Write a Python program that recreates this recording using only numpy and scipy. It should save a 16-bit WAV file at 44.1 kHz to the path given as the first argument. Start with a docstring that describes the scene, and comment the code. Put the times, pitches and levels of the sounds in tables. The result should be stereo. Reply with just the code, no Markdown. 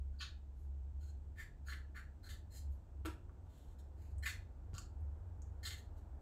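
"""A small tiled yard, where a knife slits the belly hide of a hanging goat carcass, heard in stereo.
Each pull snaps a swarm of hairs and fibres that ring the blade and the opened hide; between pulls a hand
brushes the damp coat. Wet tissue ticks straight at the microphone, the carcass takes one dull knock
and a sinew gives way. The near walls answer every stroke, over the low drone of distant traffic."""
import sys
import numpy as np
from scipy import signal
from scipy.fft import rfft, irfft, next_fast_len
from scipy.io import wavfile

SR = 44100
rng = np.random.default_rng(int(sys.argv[2]) if len(sys.argv) > 2 else 0)


def store_pcm(level_fs):
    """Save levels as 16-bit WAV."""
    pcm = np.round(np.clip(level_fs, -1, 1) * 32767).astype(np.int16)
    wavfile.write(sys.argv[1], SR, np.atleast_2d(pcm).T)


N = 273861

# The deep drone of distant traffic. Each row: time in seconds, level in dB.
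TRAFFIC_LEVEL = [(0.0, -44.5), (0.5, -53), (0.81, -42.5), (1.38, -51.5), (1.5, -68), (1.61, -47.5),
                 (2.13, -55), (2.27, -61.5), (2.32, -46.5), (2.52, -56.5), (2.7, -40.5), (2.87, -65.5),
                 (2.99, -47.5), (3.37, -58.5), (4.1, -50.5), (4.19, -43), (4.34, -54), (4.93, -54),
                 (5.03, -38.5), (5.26, -59), (5.31, -48), (6.11, -56), (6.14, -47.5), (6.21, -58.5)]
# A second engine drawing nearer. Each row: time in seconds, level in dB.
ENGINE_LEVEL = [(0.0, -60.5), (0.17, -69), (3.58, -58.5), (3.67, -72), (3.96, -57), (5.45, -54),
                (6.21, -61)]
# That engine's two beating notes. Each row: pitch in Hz, width in Hz, relative level in dB.
BEATING_NOTES = [(87.84, 3.3, -3.5), (92.22, 2.21, -1)]
# The roar of the far road. Each row: frequency in Hz, relative spectral level in dB.
ROAD_SPECTRUM = [(15, -22), (28, 13.5), (39, 23), (50, 16), (80, 6), (110, 1.5), (132, 8), (162, -1.5),
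                 (195, -1), (330, -5), (450, -11), (900, -14.5), (1100, -22.5), (1500, -24), (3000, -52)]
# Faint steady hiss. Each row: frequency in Hz, relative spectral level in dB.
HISS_SPECTRUM = [(1000, -4), (2500, -1), (5000, -7.5), (7000, -4.5), (8200, -3.5), (9000, -18.5),
                 (15500, -12.5)]
# The blade slides over the hide, mostly just before it bites. Each row: start, rise and hold in seconds,
# force in dB, squeak pitch in Hz, relative squeak level in dB.
BLADE_SLIDES = [(0.122, .01, .06, -88.5, 1563, 9), (0.185, 0.0046, 0.0237, -70, 4578, 17),
                (0.209, 0.0054, 0.018, -69, 3827, 20.5), (0.99, 0.0205, 0.0895, -74, 1490, -5),
                (1.646, 0.041, 0.0252, -58.5, 1530, -4.5), (2.221, 0.0228, 0.0305, -63.5, 1580, 0),
                (2.492, 0.0516, 0.0284, -62.5, 1843, -11), (4.224, 0.00132, 0.025, -54, 1942, 5.5),
                (5.628, 0.0015, 0.0075, -53, 1810, -1), (5.753, 0.0065, 0.0312, -65, 1765, -16.5)]
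# The pocket under the hide. Each row: multiple of its pitch, relative gain in dB.
POCKET_MODES = [(.8, -15.5), (0.998, 25.5), (1.178, -18.5)]
# The stretched hide, ringing with the pocket. Each row: frequency in Hz, width in Hz, gain in dB.
HIDE_MODES = [(1734.5, 35, -2), (2051, 51, -5)]
# The taut cut edge of the hide. Each row: frequency in Hz, width in Hz, relative gain in dB.
CUT_EDGE_MODES = [(2537, 450, -7.5), (3035, 170, -6.5), (3662, 290, -2), (4680, 200, -11)]
# The thin blade singing. Each row: frequency in Hz, width in Hz, relative gain in dB.
BLADE_MODES = [(4258, 293, 5.5), (6904, 830, -5)]
# The fizz of breaking hairs. Each row: frequency in Hz, relative spectral level in dB.
FIZZ_SPECTRUM = [(300, 14.5), (1000, -25.5), (2000, -14.5), (4500, 2.5), (5700, -2.5), (7500, 4),
                 (9200, -6.5), (11000, -3), (15500, -8.5)]
# The knife bites and tears through. Each row: start, rise and hold in seconds, fade over the hold in dB,
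# force in dB, pocket pitch in Hz, relative pocket level in dB, rasp centre in Hz, relative fizz in dB.
KNIFE_CUTS = [(0.197, 0.01225, 0.0377, 10.5, -44, 1522, -4, 3210, -25),
              (1.354, 0.0418, 0.0295, 1.5, -64, 1798, 12, 2880, 1.5),
              (1.682, 0.0042, 0.0508, -3.5, -61.5, 1655, 8, 3200, -6.5),
              (1.941, 0.0207, 0.0339, 6.5, -62.5, 1625, 12, 3040, -3),
              (2.288, 0.00256, 0.0497, 15.5, -55.5, 1740, -1, 3555, 0.5),
              (2.507, 0.0527, 0.0284, 0.5, -69, 1776, -9, 4640, 8.5),
              (4.252, 0.0069, 0.0282, 10, -46.5, 1952, 10, 2470, 1),
              (4.276, 0.0152, 0.0199, 15, -45.5, 1934, -8.5, 3820, -5),
              (4.736, 0.0033, 0.07, 8.5, -61, 1330, 0.5, 4750, -5),
              (5.647, 0.0046, 0.0257, 5.5, -44.5, 1837, -4.5, 3690, -3),
              (5.676, 0.0387, 0.0242, 3.5, -53.5, 1905, -2, 3510, -5.5)]
# The hand shifts on the coat. 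Each row: start and length in seconds, force in dB, rasp centre in Hz.
HAND_RUBS = [(0.536, 0.123, -86.5, 11300), (2.695, 0.065, -83, 11700), (3.435, 0.3036, -79, 3140),
             (3.783, .014, -69.5, 4290), (3.942, 0.175, -79, 2370), (5.953, 0.038, -78.5, 3924)]
# Wet tissue snapping. Each row: start in seconds, relative strength in dB, pitch in Hz, width in Hz.
TISSUE_SNAPS = [(1.384, -37.5, 1830, 900), (1.685, -24.5, 1563, 348), (1.734, -31, 2400, 2500),
                (2.294, -43.5, 2400, 2500), (3.085, -29, 1446, 450), (3.295, -42.5, 1212, 600),
                (3.469, -42.5, 800, 298), (4.183, -40, 8290, 2510), (4.267, -32, 1950, 1800),
                (4.277, -20.5, 2120, 2190), (4.734, -18, 114.4, 60), (5.007, -57.5, 11200, 4000),
                (5.42, -37, 6680, 1770), (5.708, -23.5, 3610, 1500)]
# Belly air under the knock. Each row: start in seconds, level in dB, pitch in Hz, press in seconds.
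BELLY_BOOMS = [(3.05, -50, 357.7, 0.0112), (3.062, -45.5, 319.6, 0.02616)]
# The knock on the carcass and its rebound. Each row: start in seconds, relative strength in dB.
CARCASS_KNOCKS = [(3.051, -34.5), (3.057, -26), (3.077, -36.5)]
# The ring of ribs and skin. Each row: frequency in Hz, width in Hz, relative level in dB.
RIB_MODES = [(606, 240, -16), (966, 86, -11), (1295, 190, -7), (1620, 330, -33.5), (2160, 730, -20.5),
             (2650, 170, -36)]
# The slap on wet skin. Each row: frequency in Hz, relative spectral level in dB.
SLAP_SPECTRUM = [(300, 2.5), (1500, 1), (3000, 6), (4000, -4.5), (7000, 0), (9300, -12), (12000, -3),
                 (15500, -11.5)]
# A sinew gives way in jerks. Each row: start in seconds, relative strength in dB.
SINEW_POPS = [(4.741, -41.5), (4.75, -37), (4.782, -25.5)]
# The ring of the sinew. Each row: frequency in Hz, width in Hz, relative level in dB.
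SINEW_MODES = [(1268, 390, -5), (2865, 680, -5.5), (4790, 640, -4.5), (5760, 2180, -2.5), (6940, 1550, 2)]
# The yard's reverberation. Each row: frequency in Hz, time to fall 60 dB in seconds.
YARD_DECAY = [(300, 0.52), (1500, 0.2996), (4000, 0.2712), (8000, 0.2385), (15000, 0.2145)]
# The cutting's tone on the microphone's left side. Each row: frequency in Hz, gain over the right in dB.
LEFT_TONE = [(300, -2), (1000, -1.5), (1800, 1.5), (4000, -2), (8000, 2), (15000, 0)]


def amp(db):
    """Decibels to gain."""
    return 10 ** (np.asarray(db) / 20)


def unit(x):
    """Scales to rms 1."""
    return x / np.sqrt(np.mean(x ** 2) + 1e-20)


def at_frequency(points, hz):
    """A table read on a log-frequency axis."""
    table_hz, value = np.transpose(points)
    return np.interp(np.log(hz + 1), np.log(table_hz + 1), value)


def curve(rows):
    """A table of times and values, read at every sample."""
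    return np.interp(np.arange(N) / SR, *np.transpose(rows))


def colour(x, points):
    """Shapes x with a spectrum in dB."""
    size = next_fast_len(x.shape[-1])
    gain = amp(at_frequency(points, np.fft.rfftfreq(size, 1 / SR)))
    return irfft(rfft(x, size) * gain, size)[..., :x.shape[-1]]


def resonate(x, hz, width):
    """A two-pole resonance of gain 1."""
    return signal.lfilter(*signal.iirpeak(min(hz, SR * .45), hz / width, SR), x)


def band(x, hz, width):
    """A resonance applied twice, for steep skirts."""
    return resonate(resonate(x, hz, width), hz, width)


def glide(x, hz, width):
    """A resonance that follows the curve hz, with steep skirts."""
    turn = np.exp(2j * np.pi * np.cumsum(hz) / SR)
    pole = np.exp(-np.pi * width * 1.5 / SR)
    return 2 * (turn * signal.lfilter([(1 - pole) ** 2], [1, -2 * pole, pole * pole], x / turn)).real


def play(source, rows):
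    """One track with a sound for each row, placed at the row's start time."""
    track = np.zeros(N)
    for start, *settings in rows:
        sound = source(*settings)
        span = track[round(start * SR):][:len(sound)]
        span += sound[:len(span)]
    return track


def drone(hz, width, steadiness):
    """A narrow wavering band of engine rumble; steadiness evens out its swells."""
    noise = band(rng.standard_normal(N + SR), hz, width)
    rumble = signal.hilbert(noise, next_fast_len(N + SR))[SR:SR + N]
    power = abs(rumble) ** 2
    return unit(rumble.real / (power + .1 * np.mean(power)) ** (steadiness / 2))


def traffic(rise_db_per_s=1.3482):
    """Far engines in the centre, diffuse road roar whose upper range slowly grows, and faint hiss."""
    beating = sum(amp(db) * drone(hz, width, steadiness=0.36) for hz, width, db in BEATING_NOTES)
    deep = drone(hz=69, width=7.49, steadiness=0.738)
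    engines = amp(curve(TRAFFIC_LEVEL)) * deep + amp(curve(ENGINE_LEVEL)) * beating
    mid, side = rng.standard_normal((2, N))
    side = colour(side, [(40, -13.5), (130, -10), (300, -10.5), (600, -5.5), (1200, 2)])  # narrow bass
    roar = unit(colour(np.array([mid + side, mid - side]), ROAD_SPECTRUM))
    bass = signal.sosfiltfilt(signal.butter(2, 330, fs=SR, output="sos"), roar)
    growth = amp(-1.5 + rise_db_per_s * np.arange(N) / SR)
    hiss = unit(colour(rng.standard_normal((2, N)), HISS_SPECTRUM))
    return engines + amp(-56.5) * (bass + growth * (roar - bass)) + amp(-83) * hiss


def pull(rise, hold, fade_db, force_db, pocket_hz, pocket_width, pocket_db, rasp_hz, rasp_db, blade_db,
         fizz_db, fibres_per_s=2400, spread_db=5.5, release_s=0.0091, octaves_per_s=0.57):
    """Fibres snap one by one and ring the hide pocket, the cut edge and the blade."""
    t = np.arange(int((rise + hold) * SR) + 2048) / SR
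    held = np.clip((t - rise) / hold, 0, 1)
    release = np.exp(-np.maximum(t - rise - hold, 0) / release_s)
    force = np.minimum(t / rise, 1) * amp(-fade_db * held) * release
    chance, size, sign = rng.random((len(t), 3)).T
    strength = amp(spread_db * np.minimum(-np.log(size), 4))
    breaks = (chance < fibres_per_s / SR) * np.sign(sign - .5) * strength
    friction = 0.39 * rng.standard_normal(len(t))
    thin_flap = signal.butter(6, 1150, "high", fs=SR, output="sos")  # a thin flap radiates no bass
    drive = signal.sosfilt(thin_flap, force * (unit(breaks) + friction))
    # The hide tightens as the blade advances.
    pitch = pocket_hz * 2 ** (octaves_per_s * (t - (rise + hold) / 2))
    pocket = sum(amp(db) * glide(drive, pitch * ratio, pocket_width) for ratio, db in POCKET_MODES)
    pocket = pocket + sum(amp(db) * resonate(pocket, hz, width) for hz, width, db in HIDE_MODES)
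    rasp = band(drive, rasp_hz, width=2300)
    edge = sum(amp(db) * resonate(rasp, hz, width) for hz, width, db in CUT_EDGE_MODES)
    rasp = 0.3675 * rasp + 0.265 * edge
    blade = sum(amp(db) * band(drive, hz, width) for hz, width, db in BLADE_MODES)
    fizz = colour(drive, FIZZ_SPECTRUM)
    parts = [(pocket_db, pocket), (fizz_db, fizz), (rasp_db, rasp), (blade_db, blade)]
    # Each part has its own path length to the microphone.
    sound = sum(amp(db) * unit(np.roll(part, rng.integers(60))) for db, part in parts)
    return amp(force_db) * np.sqrt(np.mean(force ** 2)) * sound


def widening(force_db, firm_db=-54):
    """Harder pulls open the pocket wider: the factor on its bandwidth, 1 for a firm pull."""
    return np.exp(0.03 * (force_db - firm_db))


def slide(rise, hold, force_db, squeak_hz, squeak_db, fade_db=1):
    """A light, even pull: the free blade sings and the pocket squeaks, purer the lighter the touch."""
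    width_hz = 307 * widening(force_db)
    return pull(rise, hold, fade_db, force_db, squeak_hz, width_hz, squeak_db,
                rasp_hz=2796, rasp_db=-11, blade_db=-2, fizz_db=-2.5)


def cut(rise, hold, fade_db, force_db, pocket_hz, pocket_db, rasp_hz, fizz_db):
    """A pull that bites: the torn edge rasps and the hide damps the blade."""
    width_hz = 448.5 * widening(force_db)
    return pull(rise, hold, fade_db, force_db, pocket_hz, width_hz, pocket_db, rasp_hz,
                rasp_db=0, blade_db=-6, fizz_db=fizz_db)


def rub(length, force_db, rasp_hz):
    """A soft swell of hairs brushed by the hand, with no blade in it."""
    rise = 0.433 * length
    return pull(rise, length - rise, fade_db=8, force_db=force_db, pocket_hz=1677, pocket_width=448.5,
                pocket_db=-6.5, rasp_hz=rasp_hz, rasp_db=0, blade_db=-np.inf, fizz_db=3)


def snap(db, hz, width, crack_db=-16):
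    """One sharp break in the tissue rings a tiny wet cavity."""
    click = signal.unit_impulse(2048)
    cavity = unit(band(click, hz, width))
    crack = unit(resonate(click, hz, 2 * hz))
    return amp(db - 28.5) * (cavity + amp(crack_db) * crack)


def boom(db, hz, length, swell_s=0.00091, decay_s=0.00134, linger_db=-18, linger_t60=0.67):
    """The hollow belly holds one low note while it is pressed, then lingers faintly."""
    t = np.arange(SR // 3) / SR
    press = (1 - np.exp(-t / swell_s)) * np.exp(-np.maximum(t - length, 0) / decay_s)
    linger = amp(linger_db - 60 * t / linger_t60) * np.minimum(t / length, 1)
    return amp(db) * np.maximum(press, linger) * np.sin(2 * np.pi * hz * t)


def knock(db, slap_db=-8, slap_decay_s=0.00128):
    """A wet slap on the skin and the damped ring of the ribs."""
    t = np.arange(SR // 8) / SR
    click = signal.unit_impulse(len(t))
    ribs = sum(amp(level) * unit(resonate(click, hz, width)) for hz, width, level in RIB_MODES)
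    burst = rng.standard_normal(len(t)) * np.exp(-t / slap_decay_s)
    slap = unit(colour(burst, SLAP_SPECTRUM))
    return amp(db - 25) * (ribs + amp(slap_db) * slap)


def sinew_pop(db):
    """One break rings all the sinew's modes."""
    return sum(snap(db + level, hz, width) for hz, width, level in SINEW_MODES)


def echoes(size, per_s):
    """Randomly timed reflections, different on the left and the right."""
    return rng.standard_normal((2, size)) * (rng.random((2, size)) < per_s / SR)


def yard(x, direct_db=-6, echo_db=-3, early_decay_s=0.00656, tail_rise_s=0.00678):
    """What reaches the microphone: direct sound, early echoes off the near tiles and a diffuse tail."""
    size = SR // 2
    t = np.arange(size) / SR
    hz, frame_s, spectra = signal.stft(echoes(size, per_s=5000), SR, nperseg=256)
    decay = amp(-60 * frame_s / at_frequency(YARD_DECAY, hz)[:, None])
    tail = signal.istft(spectra * decay, SR, nperseg=256)[1][:, :size] * np.minimum(t / tail_rise_s, 1)
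    early = echoes(size, per_s=2500) * np.exp(-t / early_decay_s) * (t > .001)
    response = amp(echo_db) * sum(p / np.linalg.norm(p, axis=1, keepdims=True) for p in (early, tail))
    response[0, 0] += amp(direct_db)
    response[1, 3] += amp(direct_db)  # the sound reaches the left side first
    return signal.fftconvolve(x[None], response, axes=1)[:, :N]


def scene():
    """The cutting in the yard, with traffic far behind; snaps face the microphone and sound drier."""
    strokes = play(cut, KNIFE_CUTS) + play(slide, BLADE_SLIDES) + play(rub, HAND_RUBS)
    knocks = play(knock, CARCASS_KNOCKS)
    snaps = play(snap, TISSUE_SNAPS) + play(sinew_pop, SINEW_POPS)
    belly = play(boom, BELLY_BOOMS)
    near = 0.242 * np.array([snaps, np.roll(snaps, 1)]) + belly
    left, right = yard(strokes + knocks + amp(-7) * snaps + 0.69 * belly) + near
    distant = traffic() * amp([[-.25], [.25]])  # a touch to the right
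    return np.array([colour(left, LEFT_TONE), right]) + distant


def record(dry, cutoff_hz=15650):
    """The recorder's band limit."""
    lowpass = signal.firwin(511, cutoff_hz, window=("kaiser", 9), fs=SR)
    return signal.oaconvolve(dry, lowpass[None], "same")


dry = scene()
out = record(dry)
store_pcm(out)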